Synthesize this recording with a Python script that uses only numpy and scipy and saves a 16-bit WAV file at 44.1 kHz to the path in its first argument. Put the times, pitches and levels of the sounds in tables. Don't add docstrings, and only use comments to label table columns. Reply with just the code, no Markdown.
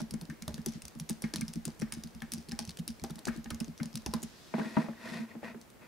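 import sys
import numpy as np
from scipy import signal
from scipy.fft import rfft, irfft, next_fast_len
from scipy.io import wavfile
from scipy.ndimage import uniform_filter1d

SR = 44100
rng = np.random.default_rng(int(sys.argv[2]) if len(sys.argv) > 2 else 0)


def convert_level_to_amplitude(level_db):
    exponent = np.asarray(level_db, float) / 20
    return 10 ** exponent


def digitize_waveform(pressure):
    field = np.atleast_2d(pressure).T
    bounded = np.clip(field, -1, 1)
    quanta = np.round(bounded * 32767).astype(np.int16)
    wavfile.write(sys.argv[1], SR, quanta)


N = 259070

# (frequency [Hz], level [dB], build-up [ms])
BOARD_MODES = [(226.8, 2, 17.2), (163.1, 3.5, 12.3)]
# (start [s], length [s], fastest at share [0-1], scrape [dB], hiss over scrape [dB])
DRAGS = [
    (4.278, 0.74, 0.2, -77.5, 12.5),
    (4.502, 0.55, 0.16, -55, -2.5),
    (4.725, 0.17, 0.34, -53.5, -4),
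    (4.941, 0.35, 0.55, -49.5, -5),
    (5.251, 0.11, 0.58, -59.5, -11),
    (5.415, 0.14, 0.27, -51.5, -10),
    (5.776, 0.11, 0.61, -62, -8.5),
]


def on_log(table, hz):
    f, v = np.transpose(table)
    return np.interp(np.log(np.maximum(hz, 1)), np.log(f), v)


def colour(x, gain):
    n = next_fast_len(x.shape[-1])
    spectrum = rfft(x, n) * gain(np.fft.rfftfreq(n, 1 / SR))
    return irfft(spectrum, n)[..., :x.shape[-1]]


def unit(x):
    return x / np.sqrt(np.mean(x ** 2))


def curve(table):
    s, *columns = np.transpose(table)
    return [np.interp(np.arange(N) / SR, s, c) for c in columns]


def place(times, sounds):
    out = np.zeros(N + sounds.shape[1])
    for s, sound in zip(times, sounds):
        i = max(int(s * SR), 0)
        out[i:i + len(sound)] += sound
    return out[:N]


def spread(mid, side, pan_db):
    return convert_level_to_amplitude(pan_db / 2 * np.array([[1], [-1]])) * np.array([mid + side, mid - side])


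def peaks(table, f):
    return sum(convert_level_to_amplitude(db) / (1 + 1j * (f ** 2 - hz ** 2) / (width * f + 1)) for hz, width, db in table)


def tails(count, rise_s, t60, gain, grain_db, size):
    t = np.arange(size) / SR
    chance = rng.standard_normal((count, 3, size))
    grain = convert_level_to_amplitude(grain_db * 6.6 * uniform_filter1d(chance[:, 2:], size=64))
    noise = colour(chance[:, :2] * grain, gain)
    noise = noise / np.sqrt(np.mean(noise ** 2, axis=(1, 2), keepdims=True))
    return (noise * (1 - np.exp(-t / rise_s)) * convert_level_to_amplitude(-60 * t / t60)).swapaxes(0, 1)


def burst(ms, chance):
    age = np.maximum(np.arange(chance.shape[-1]) / SR - .002, 0) * 1000 / np.clip(ms, .2, 6)
    swell = age * np.exp(1 - age)
    rough_db = 2.5 * uniform_filter1d(chance[:, 2:], size=24) * np.sqrt(24)
    spectrum = rfft(chance[:, :2] * convert_level_to_amplitude(rough_db) * swell[:, None])
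    power = uniform_filter1d(np.abs(spectrum) ** 2, size=20)
    return irfft(spectrum / power ** .28, chance.shape[-1])


def to_level(sound, db, ms):
    return convert_level_to_amplitude(db) * np.sqrt(.92 * ms * SR / 1000 / np.sum(sound ** 2, axis=1, keepdims=True))


def ring(modes, count, scatter_db, detune):
    t, out = np.arange(SR // 6) / SR, 0
    chance = rng.standard_normal((count, len(modes), 3))
    for k, (hz, db, peak_ms) in enumerate(modes):
        size, bend, turn = chance[:, k].T[:, :, None]
        age = t * 1000 / peak_ms
        hang = .09 * np.minimum(age, 1) * convert_level_to_amplitude(-60 * t / .3)
        swell = age ** 1.5 * np.exp(-age ** 1.45) + hang
        swell = swell / swell.max(axis=-1, keepdims=True)
        tone = np.sin(2 * np.pi * hz * (1 + detune * bend) * t + 3 * turn)
        out = out + convert_level_to_amplitude(db + scatter_db * size) * swell * tone
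    return out


def board(s, db, second_db, ms):
    first, second = ([(hz, level_db, ms * rise / BOARD_MODES[0][2])] for hz, level_db, rise in BOARD_MODES)
    swing = ring(first, len(s), 0.071, 0.012) + convert_level_to_amplitude(second_db) * ring(second, len(s), 0.14, 0.034)
    side = convert_level_to_amplitude(-3.5) * ring([(233.2, 0.02, 7.2)], len(s), 2.5, 0.026)
    return spread(place(s[:, 0], convert_level_to_amplitude(db) * swing), place(s[:, 0], convert_level_to_amplitude(db) * side), 0.1)


def ticks(table, ms, width, side_db):
    s, db, hz = np.transpose(table)[:, :, None]

    def tone(f):
        return 1 / (1 + 1j * (f ** 2 - hz[:, None] ** 2) / (width * hz[:, None] * f + 1)) ** 2
    rattle = burst(ms * np.ones_like(s), rng.standard_normal((len(s), 3, 1024)))
    mid, side = colour(rattle, tone).swapaxes(0, 1)
    gain = to_level(mid, db, ms)
    mid, side = (place(s[:, 0] - .0025, gain * v) for v in (mid, side))
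    return spread(mid, side * convert_level_to_amplitude(side_db), 1.1)


def air():
    # (frequency [Hz], density [dB per Hz])
    tone_colour = [(15, -26), (25, -5), (60, 8.5), (238, 11), (1000, -0.5), (1930, -3.5), (4240, -12.5),
                   (15200, -15)]
    # (time [s], level [dB])
    stir_levels = [
        (0, -62.5),
        (4, -60.5),
        (4.3, -51.5),
        (4.6, -54),
        (5.87, -69.5),
    ]
    # (time [s], level [dB])
    brushes = [
        (0, -42),
        (.75, -48),
        (3.35, -50.5),
    ]
    top_hz, tone_db, brush_s = 15700, -59.5, 0.024

    def rustle_gain(f):
        high = 1 / (1 + ((f - 4500) / 2500) ** 2)
        low = 1 / (1 + ((f - 1300) / 700) ** 2)
        return (f < top_hz) * (high + low) * f ** 2 / (f ** 2 + 1000 ** 2)
    stir_db, = curve(stir_levels)
    t = np.arange(N) / SR
    stir = convert_level_to_amplitude(stir_db) + sum(convert_level_to_amplitude(db) * np.exp(-np.abs(t - s) / brush_s) for s, db in brushes)
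    still = unit(colour(rng.standard_normal((2, N)), lambda f: convert_level_to_amplitude(on_log(tone_colour, f)) * (f < top_hz)))
    rustle = unit(colour(rng.standard_normal((2, N)), rustle_gain))
    mid, side = convert_level_to_amplitude(tone_db) * still + convert_level_to_amplitude(-10.5) * stir * rustle
    return spread(mid, convert_level_to_amplitude(-2) * side, 0.086)


def drag(db):
    start, length, fastest = np.transpose(DRAGS)[:3, :, None]
    share = (np.arange(N) / SR - start) / length
    fastest = np.clip(fastest, .12, .7)
    speed = np.clip(np.minimum(share / fastest, (1 - share) / (1 - fastest)), 0, 1)
    level = convert_level_to_amplitude(db)[:, None] * np.sin(np.pi / 2 * speed) ** 1.5
    return np.sqrt(np.sum(level ** 2, axis=0))


def mouse():
    # (frequency [Hz], width [Hz], level [dB])
    shell_modes = [(350, 130, 0), (497, 40, 2), (650, 60, 3), (960, 150, 1), (1450, 400, -4),
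                   (1865, 130, 3), (2450, 250, -5)]
    # (frequency [Hz], level [dB])
    rub_colour = [(2500, -5), (3500, 7), (5000, 4), (7000, -3.5), (10000, -6.5), (13000, -12), (16500, -36)]
    scrape_db, hiss_db = np.transpose(DRAGS)[3:]
    catch = convert_level_to_amplitude(1.8 * unit(uniform_filter1d(rng.standard_normal(N), size=260)))
    slips = rng.standard_normal((2, N)) * convert_level_to_amplitude(2.4 * rng.exponential(size=(2, N))) * catch
    shell = unit(colour(slips, lambda f: peaks(shell_modes, f) / (1 + (f / 2700) ** 16)))
    patchy = convert_level_to_amplitude(.8 * unit(uniform_filter1d(rng.standard_normal(N), size=900)))
    hiss = unit(colour(slips * patchy / np.sqrt(catch), lambda f: convert_level_to_amplitude(on_log(rub_colour, f)) * (f > 2500)))
    hum = unit(colour(slips, lambda f: peaks([(231, 16.0, 0)], f)))
    scrape = drag(scrape_db) * (convert_level_to_amplitude(4.0) * shell + convert_level_to_amplitude(1.5) * hum)
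    mid, side = scrape + drag(scrape_db + hiss_db) * hiss
    return spread(mid, convert_level_to_amplitude(-7.5) * side, 1.7)


def more_thumps():
    # (time [s], peak [dB], second board mode [dB], build-up [ms])
    swings = [
        (2.318, -44, -10, 18),
        (3.848, -40, -5, 16.6),
    ]
    return board(*np.transpose(swings)[:, :, None])


def rings():
    # (time [s], peak [dB], frequency [Hz])
    clear_rings = [(.48, -45, 590), (1.244, -50, 1900), (1.822, -50.5, 1836), (2.224, -55, 1836),
                   (2.218, -57, 786), (2.521, -58, 1790), (2.522, -50, 803), (2.591, -49, 818),
                   (3.04, -49.5, 790), (3.287, -49, 1543), (4.539, -53, 640), (4.772, -33.5, 641),
                   (4.773, -34, 314)]
    t60_s = .16
    s, db, hz = np.transpose(clear_rings)[:, :, None]
    t = np.arange(8192) / SR
    mid = place(s[:, 0], convert_level_to_amplitude(db - 60 * t / t60_s) * np.sin(2 * np.pi * hz * t) * (1 - np.exp(-t * hz)))
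    return spread(mid, .2 * mid, 0)


def edge():
    # (time [s], peak [dB], frequency [Hz])
    edge_blows = [(0.2927, -44, 284), (0.3272, -43.5, 292), (0.6684, -37.5, 370), (0.7778, -47, 290),
                  (0.9587, -47, 293), (1.381, -47, 298), (1.4087, -49, 294), (1.5646, -37.5, 287),
                  (1.6601, -42, 298), (1.8245, -38, 296), (1.9725, -44.5, 295), (2.0422, -51, 313),
                  (2.3264, -47.5, 310), (2.3802, -48, 318), (2.4882, -49.5, 380), (2.5173, -46, 293),
                  (2.8793, -46, 300), (3.363, -43, 306), (3.386, -48, 308), (3.6808, -43.5, 298),
                  (3.7995, -46, 293), (3.965, -53, 297), (4.5843, -43, 288), (4.647, -48, 293),
                  (4.714, -45, 290), (5.3543, -42.5, 280)]
    s, db, hz = np.transpose(edge_blows)[:, :, None]
    t = np.arange(4096) / SR
    age = t / 0.0039
    tone = np.sin(2 * np.pi * hz * t + 3 * rng.standard_normal((len(s), 1)))
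    mid = place(s[:, 0] - .004, convert_level_to_amplitude(db + 1.0) * age * np.exp(1 - age) * tone)
    return spread(mid, 0.35 * mid, .1)


def desk():
    # (time [s], peak [dB], second board mode [dB], build-up [ms])
    thumps = [(0.014, -35.5, -5.5, 20.7), (0.142, -32.5, -6, 15), (0.294, -41, 0.5, 20),
              (0.48, -42.5, -2, 21), (0.589, -38.5, -2, 14.3), (0.674, -33, -7.5, 17.2),
              (1.108, -32, -6.5, 13.3), (1.24, -30.5, -5.5, 15.8), (1.348, -39, -3, 21),
              (1.386, -36.5, -6, 12.4), (1.423, -31.5, -4.5, 12.6), (1.561, -34.5, -2, 18.2),
              (1.672, -37, -0.5, 15.6), (1.824, -30.5, -7, 15.3), (1.975, -39.5, -5, 13.4),
              (2.225, -38.5, -7.5, 15.5), (2.526, -34.5, -9.5, 12), (2.604, -39, -11, 19.4),
              (2.795, -41, 5.5, 17), (2.892, -36.5, -14, 15.3), (3.028, -39, -7.5, 22),
              (3.283, -31, -10.5, 16.5), (3.376, -39, -6, 18.5), (3.523, -38.5, -10, 23),
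              (3.612, -31.5, -9, 13.4), (3.811, -31.5, -4, 13.7), (3.965, -40, -8, 16.6),
              (4.08, -38, -6, 19), (4.146, -30, -9.5, 15.8), (4.234, -38.5, -6, 16)]
    # (time [s], peak [dB], second board mode [dB])
    pats = [(0.119, -43.5, -3), (0.221, -52, 11.5), (0.422, -45, -2), (0.538, -43, -3), (0.752, -43, -0.5),
            (.845, -56, -3), (0.962, -42.5, -6), (1.01, -46, 8.5), (1.487, -47.5, 2.5), (1.798, -51, 4),
            (1.928, -45.5, -6), (2.049, -42, -4), (2.156, -45.5, -7), (2.342, -41.5, -2.5),
            (2.381, -43.5, -2.5), (2.489, -46.5, 1), (2.681, -48, 5.5), (3.108, -43, 3), (3.159, -46.5, -7),
            (3.31, -52, -13), (3.464, -40.5, -13), (3.686, -41, -0.5), (3.945, -46, 6)]
    # (time [s], peak [dB], second board mode [dB], build-up [ms])
    drops = [(4.538, -29, -8.5, 17), (4.577, -34.5, -5.5, 18), (4.598, -29, -12.5, 17),
             (4.654, -34.5, -15, 16), (4.708, -47, -23, 19), (4.77, -21, -10.5, 7.6),
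             (4.776, -24.5, -6.5, 16.3), (4.84, -39, -14, 13), (4.884, -37.5, -10, 21),
             (5.113, -40.5, -6, 17), (5.144, -43, -2.5, 25), (5.195, -34, -18, 26.4), (5.248, -66, -22, 12),
             (5.355, -40.5, -14, 17.5), (5.433, -46, -16, 13), (5.495, -48.5, -19, 19),
             (5.548, -42.5, -15, 18.4)]
    # (time [s], peak [dB])
    jolts = [
        (0.484, -33),
        (0.844, -43),
        (2.679, -38),
        (3.027, -40),
        (3.524, -36),
        (4.07, -33.5),
    ]
    # (frequency [Hz], level [dB], build-up [ms])
    frame_modes = [(73, -7.5, 21.5), (41.7, -20, 56), (106, -2.5, 3.4)]
    scatter_db = 1.5
    s, db, second_db, ms = np.transpose(thumps + [row + BOARD_MODES[0][2:] for row in pats])[:, :, None]
    shake_gain = convert_level_to_amplitude(-45.5 + 0.45 * (db + 36.5))
    mid, side = (place(s[:, 0] - .006, shake_gain * ring(frame_modes, len(s), scatter_db, 0.12))
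                 for _ in range(2))
    jolt_s, jolt_db = np.transpose(jolts)[:, :, None]
    jolt = convert_level_to_amplitude(jolt_db) * ring(frame_modes[::2], len(jolts), scatter_db, 0.07)
    mid = mid + place(jolt_s[:, 0] - .006, jolt)
    drop_s, *drop = np.transpose(drops)[:, :, None]
    blows = board(s - .005, db, second_db, ms) + board(drop_s - .001, *drop)
    return blows + spread(mid, 1.45 * side, -4.5)


def knocks():
    # (time [s], peak [dB], ring [Hz])
    contacts = [(0.138, -44, 325), (0.217, -47.5, 330), (0.479, -45, 385), (0.581, -53, 417),
                (0.665, -44, 355), (0.956, -59, 388), (1.1, -44, 360), (1.223, -50.5, 526),
                (1.24, -42, 304), (1.339, -41.5, 314), (1.679, -44, 362), (1.817, -43, 315),
                (2.219, -52, 780), (2.52, -51, 373), (2.592, -43.5, 840), (2.786, -53, 476),
                (3.041, -40.5, 790), (3.101, -48, 400), (3.182, -48, 612), (3.27, -35, 362),
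                (3.457, -53.5, 800), (3.507, -43.5, 316), (3.608, -45, 365), (3.68, -54, 404),
                (3.803, -47.5, 318), (3.831, -50.5, 580), (4.064, -41, 776), (4.137, -35.5, 1020),
                (4.229, -48, 422)]
    # (time [s], peak [dB], ring [Hz])
    taps = [(.004, -44.5, 610), (0.48, -43, 630), (.482, -56, 770), (4.54, -32, 640), (4.583, -35.5, 464),
            (4.596, -32, 650), (4.597, -35.5, 442), (4.645, -48, 406), (4.769, -27, 960), (4.771, -37, 480),
            (4.886, -40.5, 563), (5.352, -47, 430), (5.431, -42.5, 597), (5.545, -45.5, 406),
            (5.819, -57.5, 613)]
    # (frequency [Hz], width [Hz], level [dB])
    wood_modes = [(315, 43, 11.5), (353, 170, -1), (450, 96, 0.5), (617, 6.7, 5.5), (818, 11.4, 5.5),
                  (960, 65, -4), (1400, 740, -11)]
    spot_t60_s, least_width_hz = .075, 40
    s, db, hz = np.transpose(contacts + taps)[:, :, None]
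    t = np.arange(6144) / SR
    swell = (1 - np.exp(-t * hz / 0.36)) * convert_level_to_amplitude(-60 * t / spot_t60_s)
    spot = convert_level_to_amplitude(0.5) * np.sin(2 * np.pi * hz * t) * swell
    damped = [(mode_hz, max(width, least_width_hz), mode_db) for mode_hz, width, mode_db in wood_modes]

    def wood(f):
        near = 1 / (1 + (np.log2(f / hz[:, None] + 1e-9) / 0.64) ** 2)
        return peaks(damped, f) / (1 + (f / 2800) ** 6) * (convert_level_to_amplitude(2.5) + near)
    crack = convert_level_to_amplitude(4.0) * tails(len(s), 0.00065, 0.04, wood, 0.18, size=len(t))
    after = convert_level_to_amplitude(-9.5) * tails(len(s), 0.00037, 0.36, wood, 0.54, size=len(t))
    mid, side = (place(s[:, 0] - .001, convert_level_to_amplitude(db) * v) for v in crack + after + [spot, 0.22 * spot])
    return spread(mid, 0.55 * side, 0.18)


def case():
    # (time [s], peak [dB], favoured frequency [Hz])
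    wide_keys = [(0.14, -45.5, 1990), (0.3, -37, 1850), (0.4198, -46, 2200), (0.5804, -44.5, 1810),
                 (1.2398, -33, 2210), (1.338, -37, 1870), (1.4156, -39, 2200), (1.8189, -34.5, 2200),
                 (1.921, -37.5, 2180), (2.2204, -36, 1820), (2.5184, -37, 1790), (3.27, -47, 1400),
                 (3.282, -27, 1480), (3.4576, -41, 1670), (3.507, -34.5, 1230), (3.8003, -36, 2120),
                 (4.134, -65, 1600)]
    # (frequency [Hz], width [Hz], level [dB])
    case_modes = [(1766, 44, -2), (1600, 150, -0.5), (2140, 73, -2.5), (1300, 150, -5)]
    least_width_hz = 85
    s, db, hz = np.transpose(wide_keys)[:, :, None]
    damped = [(mode_hz, max(width, least_width_hz), mode_db) for mode_hz, width, mode_db in case_modes]
    bend = 1 + 0.01 * rng.standard_normal((len(s), 1, 1))

    def hollow(f):
        return peaks(damped, f * bend)

    def favoured(f):
        return hollow(f) * (.5 + 1 / (1 + ((f - hz[:, None]) / 170) ** 2))
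    rattle = tails(len(s), 0.00031, 0.058, favoured, 1.5, size=3072)
    diffuse = convert_level_to_amplitude(-15) * tails(len(s), 0.002, 0.46, hollow, 1.3, size=6144)
    mid, side = (place(s[:, 0], convert_level_to_amplitude(db - 7) * a) + place(s[:, 0], convert_level_to_amplitude(db - 7) * b)
                 for a, b in zip(rattle, diffuse))
    return spread(mid, 0.45 * side, 0.62)


def clacks():
    # (time [s], level [dB], ring [Hz])
    dull_clacks = [(0.0013, -43, 1380), (0.4324, -48, 2240), (0.8192, -46.5, 2690), (1.0952, -59, 1310),
                   (1.1064, -48, 1680), (1.2833, -48, 1800), (1.3812, -45, 2470), (1.4162, -37.5, 2270),
                   (1.8758, -52, 1840), (1.9515, -53, 1780), (2.3195, -46, 2600), (2.6868, -53, 2500),
                   (2.7714, -52, 1770), (2.9969, -49, 2300), (3.1034, -49, 1350), (3.6059, -40, 2770),
                   (4.0655, -39, 2620), (4.6133, -34.5, 1620), (4.646, -38, 1790), (4.6589, -41, 1820),
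                   (4.933, -47, 1840), (4.9801, -48, 1860), (5.0749, -36, 1830), (5.298, -58, 1820)]
    return ticks(dull_clacks, 0.82, 0.16, -18)


def rebounds():
    # (time [s], level [dB], ring [Hz])
    cap_ticks = [(0.2195, -47, 10270), (0.5749, -56, 5050), (0.6939, -48, 5600), (0.7359, -45, 6200),
                 (0.9894, -51, 8380), (1.0078, -50, 9920), (1.102, -38, 9740), (1.1294, -46, 5540),
                 (1.2332, -48, 4040), (1.3466, -40, 4900), (1.3829, -44, 5350), (1.5324, -46, 5250),
                 (1.6792, -39, 5920), (1.7939, -48, 7200), (1.8128, -42, 6110), (1.9379, -36.5, 7120),
                 (1.9454, -44, 5310), (2.2044, -48, 3670), (2.3464, -42, 5960), (2.3768, -48, 5000),
                 (2.4259, -53, 4950), (2.5136, -39, 3710), (2.6146, -52, 4140), (2.7143, -45, 4120),
                 (2.8869, -41, 3450), (3.0179, -48, 4720), (3.0471, -40, 4110), (3.1848, -50, 4360),
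                 (3.2744, -36, 5510), (3.2777, -38, 5920), (3.3732, -50, 8000), (3.4589, -46, 2600),
                 (3.6069, -40.5, 5570), (3.6813, -48, 5000), (3.7872, -51, 5200), (3.801, -59, 2500),
                 (3.9294, -47, 5020), (4.0202, -52, 5660), (4.2206, -44, 6680)]
    return ticks(cap_ticks, 0.77, 0.73, -10)


def keys():
    # (time [s], level [dB], cap ring [Hz], brightness [dB], swell [ms])
    strokes = [(0.1081, -36.5, 4730, -8.5, 1.2), (0.422, -35.5, 6140, -12.5, 1),
               (0.4795, -29.5, 4070, -9.5, 0.66), (0.5424, -32.5, 4430, -12, 0.5),
               (0.6606, -26, 5860, -5.5, 0.96), (0.8527, -35, 6660, -14, 0.8),
               (0.998, -33.5, 11100, -16.5, 1.1), (1.0949, -28, 8550, -8.5, 0.98),
               (1.2209, -31, 5300, -4, 0.65), (1.3373, -27, 5000, -16, 0.91),
               (1.359, -24, 4270, -11.5, 0.44), (1.41, -30.5, 6050, -5.5, 1.1),
               (1.4808, -31.5, 5150, -14, 0.43), (1.6531, -27, 7160, -7.5, 0.79),
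               (1.923, -25, 9600, -14.5, 0.4), (2.036, -35.5, 5500, -12.5, 1.05),
               (2.3197, -25.5, 5670, -7, 0.4), (2.3358, -28.5, 6100, -5, 1), (2.518, -33, 5250, -13, 0.98),
               (2.5903, -23, 5300, -13.5, 0.6), (2.692, -36, 4240, -17, 1.7),
               (2.878, -27.5, 5200, -5, 0.79), (3.0379, -31, 6100, -9, 0.65),
               (3.253, -30.5, 7700, -21.5, 1), (3.5039, -33, 3100, -12.5, 1.46),
               (3.602, -31, 5400, -6.5, 0.79), (3.9548, -28.5, 3970, -9.5, 0.8),
               (4.0617, -26.5, 5330, -13.5, 0.65), (4.1375, -27, 4280, -11, 0.89),
               (4.2273, -38, 7050, -6, 3)]
    # (time [s], peak [dB], cap ring [Hz])
    lifts = [(.0034, -41, 5730), (0.1378, -36.5, 6700), (0.212, -36, 4130), (.253, -44, 4660),
             (0.299, -37, 5760), (0.58, -40, 2750), (.617, -45.5, 4550), (0.723, -39, 6000),
             (.82, -33.5, 8440), (.88, -37, 6500), (0.9512, -47, 4730), (1.536, -34, 8240),
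             (1.703, -44.5, 4440), (1.799, -36, 9300), (2.149, -42, 5300), (2.2204, -35, 3300),
             (2.3821, -37, 5100), (2.486, -40.5, 4530), (2.6511, -35, 6640), (2.7708, -37, 3000),
             (2.9966, -41.5, 4500), (3.0982, -41.5, 4700), (3.1567, -40.5, 8700), (3.3636, -41.5, 4200),
             (3.443, -39, 6200), (3.645, -37, 6500), (3.7782, -35, 5750), (3.8312, -31, 5130),
             (5.614, -39.5, 6540), (5.702, -47, 8200)]
    # (time [s], peak [dB], cap ring [Hz])
    bounces = [(0.017, -39, 5130), (0.6656, -32.5, 6500), (1.091, -31.5, 6000), (0.683, -39, 5700),
               (1.106, -32, 5900), (1.371, -46, 4300), (2.107, -54, 5640), (3.063, -47, 4000),
               (3.297, -50, 4300), (1.648, -50, 7000), (1.2403, -31.5, 4520), (1.557, -37, 5300),
               (1.819, -32, 5640), (2.073, -44, 4400), (2.492, -40, 4520), (2.676, -36.5, 5940),
               (2.706, -39, 4150), (2.787, -41.5, 3030), (2.9028, -43, 5300), (3.105, -40.5, 3750),
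               (3.19, -39, 3800), (3.271, -36, 4180), (3.2845, -36, 2500), (3.513, -38, 6100),
               (3.545, -37, 6100), (3.8567, -34.5, 6740), (3.941, -42, 5320), (3.972, -37, 5770),
               (4.2347, -30, 7060)]
    # (frequency [Hz], level [dB])
    cap_colour = [(1200, -4), (2500, 0), (4000, 3), (5700, 6), (7500, -1.5), (10000, 0.5), (13000, -9),
                  (16000, -15.5)]
    light_db, light_ms, light_scatter_db = -2.5, 0.7, 5
    light_bright_db, bright_scatter_db = -12.5, -1.5
    luck = rng.standard_normal((len(lifts + bounces), 2))
    light = [(s, db + light_db, hz, light_bright_db + bright_scatter_db * x, light_ms * convert_level_to_amplitude(light_scatter_db * y))
             for (s, db, hz), (x, y) in zip(lifts + bounces, luck)]
    s, db, hz, bright_db, ms = np.transpose(strokes + light)[:, :, None]
    rattle = burst(ms, rng.standard_normal((len(s), 3, 1536)))
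    shape = rng.standard_normal((len(s), 4, 1))

    def cap(f):
        octave = np.log2(f / 6500 + 1e-9)
        tilt_db = (bright_db + 15.5) * np.clip(octave * 2.3, 0, 1)
        patch_db = 1.5 * np.sin(7 * octave + 3 * shape[:, 0]) + 2.5 * np.sin(15 * octave + 3 * shape[:, 1])
        own_ring = 1 + 1.76 / (1 + ((f - hz) / (0.1 * hz)) ** 2)
        return convert_level_to_amplitude(on_log(cap_colour, f) + tilt_db + patch_db) * own_ring

    def scattered(f):
        return np.sqrt(cap(f)[:, None] * convert_level_to_amplitude(on_log(cap_colour, f)))
    mid, side = (colour(rattle[:, k], cap) for k in range(2))
    gain = to_level(mid, db, ms)
    side = colour(side, lambda f: convert_level_to_amplitude(-18.5) + (f / 16000) ** 2.0)
    mid, side = (place(s[:, 0] - .002, gain * v) for v in (mid, side))
    early = convert_level_to_amplitude(-16.5) * tails(len(s), 0.002, 0.068, scattered, 2.8, size=3072)
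    late = convert_level_to_amplitude(-27.5) * tails(len(s), 0.0021, 0.38, lambda f: scattered(f) / (1 + (f / 9000) ** 2), 4.7, size=6144)
    near, far = (place(s[:, 0], convert_level_to_amplitude(db) * a) + place(s[:, 0], convert_level_to_amplitude(db) * b) for a, b in zip(early, late))
    return spread(mid + near, side + 0.59 * far, 0.92)


def scene():
    wood = more_thumps() + rings() + edge() + desk() + knocks()
    return air() + mouse() + wood + case() + clacks() + rebounds() + keys()


def band_limit(x):
    return signal.sosfilt(signal.butter(12, 16830, fs=SR, output="sos"), x)


def record(dry):
    top_hz = 16350
    cut = colour(dry, lambda f: 1 / (1 + (f / top_hz) ** 200))
    return band_limit(cut)


dry = scene()
out = record(dry)
digitize_waveform(out)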